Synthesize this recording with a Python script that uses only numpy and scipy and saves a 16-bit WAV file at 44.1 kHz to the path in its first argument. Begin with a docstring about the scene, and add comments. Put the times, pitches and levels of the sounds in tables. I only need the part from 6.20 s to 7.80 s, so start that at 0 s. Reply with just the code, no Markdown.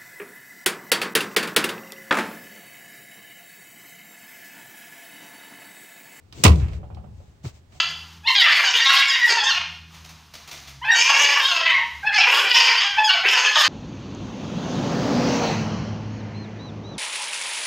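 """A vehicle cab, heard close up: a folding bench seat is pushed shut.
Upholstery slides as gated grains of noise; the steel latch snaps and clatters in noise cracks and modes.
The seat lands with sagging booms, and air pushes ring the resonances of the cab.
The springs chatter and sing, and the frame rocks with small knocks on ringing panels.
A second after the landing the cushion gives a soft thump and a rustle."""
import sys
import numpy as np
from scipy import signal
from scipy.fft import rfft, irfft
from scipy.io import wavfile

SR = 44100
rng = np.random.default_rng(int(sys.argv[2]) if len(sys.argv) > 2 else 0)


def output_pcm(signal):
    """Save a mono or channel-first signal as 16-bit PCM at the path in sys.argv[1].

    Samples are clipped to [-1, 1] before scaling.
    """
    pcm = np.clip(np.atleast_2d(signal).T, -1, 1) * 32767
    wavfile.write(sys.argv[1], SR, np.round(pcm).astype(np.int16))


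N = 70560
T = np.arange(N) / SR
HZ = np.fft.rfftfreq(N, 1 / SR)


def amp(db):
    """Decibels to gain."""
    return 10 ** (np.asarray(db) / 20)


def unit(x):
    """Scales to rms 1."""
    return x / np.sqrt(np.mean(x ** 2) + 1e-20)


def read(points, hz):
    """Reads a table on a log-frequency axis."""
    f, value = np.transpose(points)
    return np.interp(np.log(hz + 1), np.log(f + 1), value)


def pan(left_over_right_db):
    """Gains of the left and right channel."""
    return amp([[left_over_right_db / 2], [-left_over_right_db / 2]])


def add(mix, start_s, sound):
    """Mixes a sound in from start_s on."""
    part = mix[:, max(round(start_s * SR), 0):]
    part += sound[..., :part.shape[1]]


def noise(colour_db, grain=1):
    """Coloured stereo noise of rms 1, most alike in the bass; grain breaks it into clicks."""
    # left-right likeness: (frequency [Hz], correlation [-1 to 1])
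    alike = [(70, .88), (280, 0.85), (500, 0.05), (4000, 0.05), (10000, 0.4)]
    a, b = rfft(rng.standard_normal((2, N)) * grain)
    likeness = np.clip(read(alike, HZ), -1, 1)
    mid = a * np.sqrt(1 + likeness)
    side = b * np.sqrt(1 - likeness)
    return unit(irfft(np.array([mid + side, mid - side]) * amp(colour_db), N))


def decay(t60_s):
    """Exponential decay by 60 dB in t60_s."""
    return np.exp(-np.log(1000) * T / max(t60_s, 1e-3))


def fade(x, t60s):
    """Lets each band die at its own speed; t60s holds (frequency [Hz], t60 [s])."""
    f, t60 = np.transpose(t60s)
    spectrum = rfft(x)
    out = 0
    for band, band_t60 in zip(np.eye(len(f)), t60):
        weight = np.interp(np.log(HZ + 1), np.log(f), band)
        out = out + irfft(spectrum * weight, N) * decay(band_t60)
    return out


def swell(rise_s, t60_s):
    """Smooth rise, then exponential decay."""
    tail = np.exp(-np.log(1000) * np.maximum(T - rise_s, 0) / t60_s)
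    return np.minimum(T / rise_s, 1) ** 2 * tail


def hump(rise_s, release_s):
    """A smooth swell that dies away completely."""
    phase = np.minimum(T / rise_s, 1) + np.clip((T - rise_s) / release_s, 0, 1)
    return np.sin(np.pi / 2 * phase) ** 2


def grains(per_s, spread_db):
    """Random snags, uneven in size if spread_db is not 0."""
    size = amp(abs(spread_db) * np.minimum(rng.exponential(1, N), 4))
    return (rng.random(N) < per_s / SR) * size


def ring(modes):
    """Decaying modes of a struck part, with a random phase in each channel."""
    out = 0
    for hz, db, t60_s in modes:
        phase = rng.random((2, 1))
        out = out + amp(db) * decay(t60_s) * np.sin(2 * np.pi * (hz * T + phase))
    return out


def room(x):
    """The short, dense tail of a small padded cab."""
    # tail decay: (frequency [Hz], t60 [s])
    room_t60 = [(200, 0.28), (3000, 0.15)]
    room_db, onset_s = -10, 0.017
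    tail = fade(noise(0 * HZ), room_t60) * np.minimum(T / onset_s, 1)
    tail = tail / np.linalg.norm(tail[0])
    return x + amp(room_db) * signal.fftconvolve(x, tail, axes=1)[:, :N]


def quiet_air():
    """Steady coloured noise of the quiet air."""
    # air spectrum: (frequency [Hz], relative density [dB])
    air_colour = [(100, -5.5), (300, 3.5), (1200, -8), (8000, -19), (11000, -33), (15500, -25)]
    air_db = -63
    return amp(air_db) * noise(read(air_colour, HZ))


def upholstery():
    """Woven cloth slides in short strokes of tiny snags."""
    # strokes: (start [s], rise [s], release [s], level [dB], left over right [dB])
    strokes = [(0.12, 0.073, 0.41, -47, 6), (0.364, 0.024, 0.088, -56.5, -13),
               (0.485, 0.055, 0.078, -56, -1.5), (0.882, .12, 0.28, -68.5, 12),
               (1.222, 0.038, 0.077, -46, 5.5), (1.30, 0.06, 0.06, -58.5, 7),
               (1.481, 0.084, 0.059, -56, 4.5)]
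    # cloth spectrum: (frequency [Hz], relative density [dB])
    fabric = [(350, -18), (600, 0), (1530, -10), (2150, -5.5), (7520, -9), (8990, -18.5), (10500, -44),
              (14100, -23.5)]
    fibres_per_s, grain_spread_db = 12000, 0
    out = np.zeros((2, N))
    for start_s, rise_s, release_s, db, side_db in strokes:
        rustle = noise(read(fabric, HZ), grains(fibres_per_s, grain_spread_db))
        add(out, start_s, amp(db) * pan(side_db) * hump(rise_s, release_s) * rustle)
    return out


def springs():
    """Loose springs sing on: faint, wavering tones of narrow-band noise."""
    # tones: (start [s], rise [s], release [s], pitch [Hz], level [dB])
    spring_tones = [(0.5, 0.059, 0.11, 425, -52), (0.6, 0.25, 0.21, 197, -50),
                    (0.6, 0.22, 0.69, 835, -72.5)]
    width_hz = 18
    out = np.zeros((2, N))
    for start_s, rise_s, release_s, hz, db in spring_tones:
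        resonance_db = -20 * np.log10(1 + ((HZ - hz) / width_hz) ** 2)
        add(out, start_s, amp(db) * hump(rise_s, release_s) * noise(resonance_db))
    return out


def frame():
    """The springs chatter, then the frame rocks with muffled knocks that ring its panels."""
    # spring chatter: (start [s], rise [s], release [s], level [dB])
    chatters = [(0.36, 0.077, .065, -46.5), (0.45, 0.027, 0.22, -55)]
    # chatter spectrum: (frequency [Hz], relative density [dB])
    chatter_colour = [(200, -1), (450, -5), (1400, -0.5), (2800, -2.5), (4500, -24.5), (7800, -25.5),
                      (12000, -68)]
    # frame knocks: (time [s], level [dB], tilt [dB per octave])
    knocks = [(0.630, -47, 2.5), (0.701, -47, 2), (0.7693, -45.5, 2.5), (0.839, -51, 2), (1, -53, -4),
              (1.55, -54, -9)]
    # knock spectrum before the tilt: (frequency [Hz], relative density [dB])
    knock_colour = [(300, -1.5), (600, 8.5), (850, 3.5), (1350, -3), (1800, -18.5), (3000, -18),
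                    (12000, -95)]
    # panel modes: (frequency [Hz], relative level [dB], t60 [s])
    panel = [(580, 7.5, 0.16), (738.6, 6.5, 0.2), (824, -4.5, 0.77)]
    chatter_per_s, chatter_spread_db = 1100, 1.5
    knock_t60_s, knock_rise_s, panel_db, knock_side_db = 0.16, 0.0019, -8, -4
    out = np.zeros((2, N))
    for start_s, rise_s, release_s, db in chatters:
        rattle = noise(read(chatter_colour, HZ), grains(chatter_per_s, chatter_spread_db))
        add(out, start_s, amp(db) * hump(rise_s, release_s) * rattle)
    for start_s, db, tilt in knocks:
        colour_db = read(knock_colour, HZ) + tilt * np.log2(HZ + 200)
        knock = decay(knock_t60_s) * noise(colour_db) + amp(panel_db) * ring(panel)
        onset = np.minimum(T / knock_rise_s, 1)
        add(out, start_s, amp(db) * pan(knock_side_db) * onset * knock)
    return out


def cushion():
    """The padded seat sways as level-shaped low noise and shudders in dull noise bursts."""
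    # low shaking: (time [s], level [dB])
    sway = [(0, -56.5), (.23, -42), (.4, -26.5), (.62, -36), (.98, -44), (1.21, -54), (1.36, -49.5),
            (1.47, -57), (1.56, -45), (1.6, -58)]
    # shaking spectrum: (frequency [Hz], relative density [dB])
    sway_colour = [(25, -22), (50, -8), (76, 2), (140, -9), (270, -25.5), (480, -28), (1000, -38),
                   (2200, -87)]
    # shudders: (start [s], level [dB], rise [s], t60 [s])
    shudders = [(0.118, -38, 0.081, 0.43), (0.240, -16.5, 0.017, 0.45), (1.237, -37.5, 0.0091, 0.16)]
    # shudder spectrum: (frequency [Hz], relative density [dB])
    shudder_colour = [(50, -28.5), (85, -14), (140, 4.5), (220, -10), (350, -5.5), (550, -16.5),
                      (4000, -61)]
    out = noise(read(sway_colour, HZ)) * amp(np.interp(T, *np.transpose(sway)))
    for start_s, db, rise_s, t60_s in shudders:
        add(out, start_s, amp(db) * swell(rise_s, t60_s) * noise(read(shudder_colour, HZ)))
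    return out


def settle():
    """The seat lands and flexes: deep booms whose pitch sags as they die."""
    # booms: (start [s], rise [s], t60 [s], first pitch [Hz], last pitch [Hz], sag time [s], level [dB])
    sags = [(0.238, .036, 0.5, 202, 72.34, .02, -4.5), (0.29, 0.04, 1, 225, 54.88, .15, -19.5)]
    out = np.zeros((2, N))
    for start_s, rise_s, t60_s, first_hz, last_hz, sag_s, db in sags:
        hz = last_hz + (first_hz - last_hz) * np.exp(-T / sag_s)
        # the decay reaches gain 1 where the rise ends
        envelope = np.minimum(T / rise_s, decay(t60_s) * amp(60 * rise_s / t60_s))
        add(out, start_s, amp(db) * envelope * np.sin(2 * np.pi * np.cumsum(hz) / SR))
    return out


def boom():
    """Each soft blow is a brief push and rebound of air, which sets the cab ringing."""
    # seat blows: (centre time [s], level [dB], pitch [Hz], share that rings the cab)
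    thumps = [(0.2499, -15, 337, 0.9), (0.2545, -13, 190, 0.95), (0.2630, -17.5, 328.3, .8),
              (0.3122, -7.5, 90, 0.41), (0.437, -14.5, 78, 0.2), (0.56, -26, 71.1, 0.45),
              (0.774, -31.5, 84, 0.77), (1.2496, -32.5, 146, 0.046), (1.2582, -32, 334, 0.13),
              (1.271, -23.5, 112.4, 0.063)]
    # cab and seat panel resonances: (frequency [Hz], gain [dB], t60 [s])
    cab_modes = [(79, 1, 0.46), (120, -2.5, .45), (164.6, 5.5, 0.5), (194.1, 7, 0.38), (293, 1, 0.098),
                 (354, 8.5, 0.35), (425, -2, 0.4)]
    width_cycles = 0.99
    pushes, drive = np.zeros((2, N))
    for centre_s, db, hz, share in thumps:
        cycles = (T - centre_s) * hz
        push = -amp(db) * np.exp(-(cycles / width_cycles) ** 2) * np.cos(2 * np.pi * cycles)
        pushes = pushes + push
        drive = drive + share * push
    cab = 0
    for hz, db, t60_s in cab_modes:
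        envelope = 2 * decay(t60_s) / decay(t60_s).sum()  # near unit gain at resonance
        cab = cab + amp(db) * envelope * np.cos(2 * np.pi * hz * T)
    return pushes + signal.fftconvolve(drive, cab)[:N]


def latch():
    """Steel parts clash several times: each a sharp, dense crack with a briefly ringing edge."""
    # latch and frame clacks: (time [s], level [dB], resonance of the struck part [Hz], base t60 [s])
    clacks = [(0.1246, -41, 4300, 0.079), (0.2356, -21, 8300, .02), (0.2373, -5, 7627, 0.062),
              (0.2432, -18, 4500, 0.045), (0.2497, -6, 2770, 0.035), (0.2520, -9.5, 2340, 0.05),
              (0.2592, -12, 1210, .04), (0.2642, -6.5, 2680, 0.021), (0.269, -28.5, 1430, 0.048),
              (0.2789, -15, 4407, 0.031), (0.3175, -34.5, 3100, .08), (0.357, -38.5, 5960, 0.049),
              (0.397, -44.5, 2840, 0.096), (0.482, -44, 2210, 0.122), (0.533, -42.5, 2010, 0.05),
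              (0.746, -48, 4000, 0.033), (0.7695, -45.5, 801, 0.018), (1.246, -41, 1004, 0.037),
              (1.2512, -35, 1765, 0.021), (1.2595, -42, 4100, 0.038), (1.2765, -43, 5500, 0.032),
              (1.522, -54.5, 2500, 0.11)]
    # crack spectrum before resonance and tilt: (frequency [Hz], relative density [dB])
    clack_colour = [(120, -28), (200, -10.5), (350, -6), (470, -9.5), (1150, -12), (1600, -19.5),
                    (2500, -15.5), (5300, -23), (9000, -31), (11000, -47), (15500, -37)]
    # sustain: (frequency [Hz], factor on the base t60)
    clack_sustain = [(500, 1.6), (8000, .75)]
    # latch steel, damped by the upholstery: (frequency [Hz], relative level [dB])
    steel_modes = [(897, 2), (1172, 1), (2016, 1.5), (2502, -1.5), (3235, 2.5), (4560, 3)]
    rise_s, steel_db, steel_t60_s = .0012, -25, .09
    part_db, part_octaves = 5.5, 0.62
    # small parts sound brighter: dB per octave of tilt for each octave above neutral
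    brightening, neutral_hz = 2.9, 2200
    out = np.zeros((2, N))
    for start_s, db, hz, t60_s in clacks:
        part = part_db * np.exp(-(np.log2((HZ + 1) / hz) / part_octaves) ** 2)
        tilt = brightening * np.log2(hz / neutral_hz) * np.log2(np.clip(HZ, 500, 9000))
        burst = noise(read(clack_colour, HZ) + part + tilt)
        crack = fade(burst, [(f, factor * t60_s) for f, factor in clack_sustain])
        steel = ring([(f, level, steel_t60_s) for f, level in steel_modes])
        onset = np.minimum(T / rise_s, 1)
        add(out, start_s, amp(db) * onset * (crack + amp(steel_db) * steel))
    return out


def scene():
    """All parts of the seat over quiet air; mids lean right, the highest treble left."""
    # stereo lean: (frequency [Hz], left over right [dB])
    lean = [(300, 1.5), (1500, -4.5), (4000, -6.5), (13000, 5.5)]
    mix = quiet_air() + upholstery() + springs() + frame() + cushion()
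    mix = mix + settle() + boom() + room(latch())
    half_lean_db = read(lean, np.fft.rfftfreq(2 * N, 1 / SR)) / 2
    return irfft(rfft(mix, 2 * N) * amp([half_lean_db, -half_lean_db]))[:, :N]


def record(dry):
    """The microphone rounds off peaks at full scale; then the band limit."""
    edge_hz = 16100
    held = dry / (1 + dry ** 8) ** (1 / 8)
    low_pass = signal.firwin(511, edge_hz, window=("kaiser", 9), fs=SR)
    return signal.oaconvolve(held, low_pass[None], "same")


dry = scene()
out = record(dry)
output_pcm(out)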